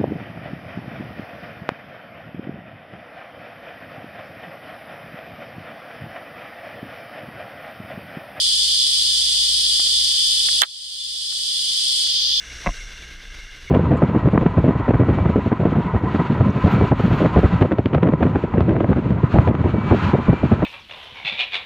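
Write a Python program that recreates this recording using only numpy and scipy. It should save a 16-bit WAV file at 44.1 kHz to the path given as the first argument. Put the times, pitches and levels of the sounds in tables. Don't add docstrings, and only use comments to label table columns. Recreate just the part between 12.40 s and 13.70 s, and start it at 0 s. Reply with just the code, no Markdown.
import sys
import numpy as np
from scipy import signal
from scipy.fft import rfft, irfft
from scipy.io import wavfile

SR = 44100
rng = np.random.default_rng(int(sys.argv[2]) if len(sys.argv) > 2 else 0)


def wrap_up_sound(samples):
    columns = np.atleast_2d(samples).T
    tamed = np.clip(columns, -1, 1)
    steps = np.round(tamed * 32767).astype(np.int16)
    wavfile.write(sys.argv[1], SR, steps)


N = 57330
TIME = np.arange(N) / SR

# time in seconds, firing rate in Hz.
FIRING_RATE = [(0.0, 59.5), (0.31, 59.3), (0.386, 59.22), (1.162, 62.15), (1.3, 62.3)]
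# multiple of the firing rate, level in dB relative to the drone.
ENGINE_ORDERS = [(1, 1.5), (2, -14.5), (3, -16), (5, -26), (6, -29.5)]
# time in seconds, level in dB.
DRONE_LEVEL = [(0, -56), (.1, -50), (.2, -46), (.42, -52.5), (.7, -43.5), (.9, -54.5), (1.08, -55.5),
               (1.3, -47.5)]
# time in seconds, level in dB.
FLOW_LEVEL = [(0, -40.5), (.17, -39.5), (.3, -39.5), (.39, -39.5), (.51, -41), (.7, -42), (.8, -43),
              (1.0, -42), (1.12, -43), (1.3, -42.5)]
# frequency in Hz, relative density in dB.
HISS_SPECTRUM = [(100, 2.5), (250, -4), (450, -2.5), (900, -10), (1250, -4.5), (1900, -2.5), (3900, 0),
                 (4700, -5), (6300, -7), (6900, -20.5), (8600, -19.5), (10000, -22), (12000, -24),
                 (15000, -34.5)]
# centre in Hz, width in Hz, level in dB at average flow.
INTAKE_RESONANCES = [(1597, 134, -48.5), (2110, 131, -48), (2806, 104, -50), (3520, 135, -53.5)]
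# centre in Hz, width in Hz, level in dB relative to average flow.
SIZZLE_RESONANCES = [(5620, 200, -13), (6060, 434, -12.5), (7670, 280, -22.5), (9430, 580, -26)]
# frequency in Hz, relative density in dB.
RUMBLE_SPECTRUM = [(14, 0.5), (22, 9), (36, 13), (50, -8), (75, -29), (110, -30), (200, -47.5)]
# time in seconds, level in dB.
RUMBLE_SWELL = [(0, -49), (.22, -40), (.5, -42), (.86, -42), (1.05, -43), (1.3, -41)]
# frequency in Hz, relative density in dB.
SIDE_HISS_SPECTRUM = [(30, 10), (80, 0), (250, 4), (700, -10), (2000, 3), (5500, 5.5), (8000, -6),
                      (14000, -17)]
# time of the peak in seconds, level there in dB.
INTAKE_FLARES = [(0.111, -40.5), (0.409, -41.5), (0.637, -43.5), (.715, -48), (0.996, -44.5), (1.283, -40)]
# start in seconds, strength in dB, low cut in Hz, high cut in Hz.
CLATTER_CONTACTS = [(0.2451, -19, 50, 3220), (0.2613, -0.4, 105, 2042), (0.26339, -12, 471, 1105),
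                    (0.26693, -0.5, 92, 3095), (0.2702, -8, 119, 1640), (0.2722, 1.83, 88, 3060),
                    (0.2764, -5.5, 474, 1235), (0.2794, -16, 335, 2000), (0.2893, -4, 476, 1450),
                    (0.29296, -15.5, 879, 2413)]
# frequency in Hz, relative level in dB, seconds to fall 60 dB.
CLATTER_MODES = [(91, -24, 0.13), (151, -21.5, 0.083), (217, -26, 0.1), (299, -27.0, 0.085),
                 (593, -15, 0.014), (725, -25.5, 0.043), (675, -29.5, 0.066), (1042, -19, 0.038),
                 (970, -38.9, 0.029), (1220, -39, 0.075), (1632, -30, 0.043), (2050, -13.0, 0.013),
                 (2670, -29, 0.024)]
# start in seconds, level in dB, hold in seconds.
BODY_HEAVES = [(0.269, -16.5, 0.03), (.425, -37, 0.027), (0.894, -44, 0.031), (0.985, -35.5, 0.076)]


def from_db(db):
    return 10 ** (np.asarray(db) / 20)


def unit_rms(x):
    return x / np.sqrt(np.mean(x ** 2) + 1e-20)


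def in_time(rows):
    return np.interp(TIME, *np.transpose(rows))


def coloured(level_db):
    hz = np.maximum(np.arange(N // 2 + 1) * SR / N, 1)
    return unit_rms(irfft(rfft(rng.standard_normal(N)) * from_db(level_db(hz)), N))


def shaped_noise(points):
    hz, db = np.transpose(points)
    return coloured(lambda f: np.interp(np.log(f), np.log(hz), db) - 60 * (f < 10))


def resonant_noise(hz, width_hz):
    return coloured(lambda f: -20 * np.log10(1 + ((f - hz) / width_hz) ** 2))


def drift(rate_hz):
    return resonant_noise(0, rate_hz)


def filtered(x, kind, hz, order=2):
    return signal.sosfilt(signal.butter(order, hz, kind, fs=SR, output="sos"), x)


def engine(firing_phase):
    drone = np.zeros(N)
    for order, db in ENGINE_ORDERS:
        amplitude = np.sqrt(2) * from_db(db + 4.5 * drift(2.2))
        rough_phase = firing_phase + 0.23 * drift(21.5)
        drone += amplitude * np.sin(order * rough_phase + rng.uniform(0, 2 * np.pi))
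    return from_db(in_time(DRONE_LEVEL)) * drone


def rushing_air(firing_phase):
    flow_db = in_time(FLOW_LEVEL)
    swing_db = flow_db - flow_db.mean()
    flicker_db = 2 * drift(22.4)
    hiss = from_db(flow_db - 4 + flicker_db) * shaped_noise(HISS_SPECTRUM)
    intake = sum(from_db(db + swing_db + 1.17 * drift(38)) * resonant_noise(hz, width)
                 for hz, width, db in INTAKE_RESONANCES)
    pulsing = 1 + 0.12 * np.sin(firing_phase)
    sizzle_db = flow_db.mean() + 3.1 * swing_db
    sizzle = sum(from_db(db + sizzle_db) * resonant_noise(hz, width)
                 for hz, width, db in SIZZLE_RESONANCES)
    return hiss + intake * pulsing + sizzle


def wind_and_tyres():
    return from_db(in_time(RUMBLE_SWELL)) * shaped_noise(RUMBLE_SPECTRUM)


def side_hiss():
    return from_db(-72) * shaped_noise(SIDE_HISS_SPECTRUM) * np.array([[1], [-1]])


def intake_whistles(pitch_hz=2205, wander_hz=67.3, spread_s=0.0092):
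    swell = sum(from_db(db) * np.exp(-0.5 * ((TIME - peak_s) / spread_s) ** 2)
                for peak_s, db in INTAKE_FLARES)
    hz = pitch_hz + wander_hz * drift(161)
    return swell * np.sqrt(2) * np.sin(2 * np.pi * np.cumsum(hz) / SR)


def ring(click, hz, t60_s):
    decay = from_db(-60 / (t60_s * SR))
    step = 2 * np.pi * hz / SR
    return signal.lfilter([0, np.sin(step)], [1, -2 * decay * np.cos(step), decay ** 2], click)


def knock(start_s, db, low_hz, high_hz, scuff_t60_s=0.011):
    click = np.full(N, 1e-18)
    click[int(start_s * SR)] = from_db(db)
    ringing = sum((-1) ** k * from_db(mode_db) * ring(click, hz, t60_s)
                  for k, (hz, mode_db, t60_s) in enumerate(CLATTER_MODES))
    crack = from_db(8) * filtered(click, "band", [800, 2200])
    scuff_fade = signal.lfilter([1], [1, -from_db(-60 / (scuff_t60_s * SR))], click)
    scuff_noise = unit_rms(filtered(rng.standard_normal(N), "band", [300, 2600]))
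    scuff = from_db(-36) * scuff_fade * scuff_noise
    weighted = filtered(ringing + crack + scuff, "high", low_hz)
    return filtered(weighted, "low", high_hz, order=4)


def body_heave(start_s, db, hold_s, hz=34.3, rise_s=0.0098, t60_s=0.13):
    age = np.maximum(TIME - start_s, 0)
    rise = np.minimum(age / rise_s, 1)
    fade_db = -60 * np.maximum(age - hold_s, 0) / t60_s
    return -from_db(db + fade_db) * rise * np.sin(2 * np.pi * hz * age)


def scene():
    firing_hz = in_time(FIRING_RATE) * (1 + 0.01391 * drift(26))
    firing_phase = 2 * np.pi * np.cumsum(firing_hz) / SR
    bed = engine(firing_phase) + rushing_air(firing_phase) + wind_and_tyres() + side_hiss()
    whistles = intake_whistles()
    clatter = sum(knock(*row) for row in CLATTER_CONTACTS)
    thumps = sum(body_heave(*row) for row in BODY_HEAVES)
    return bed + whistles + clatter + thumps


def record(dry, cutoff_hz=15300):
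    return signal.sosfilt(signal.ellip(12, 0.1, 90, cutoff_hz, fs=SR, output="sos"), dry)


dry = scene()
out = record(dry)
wrap_up_sound(out)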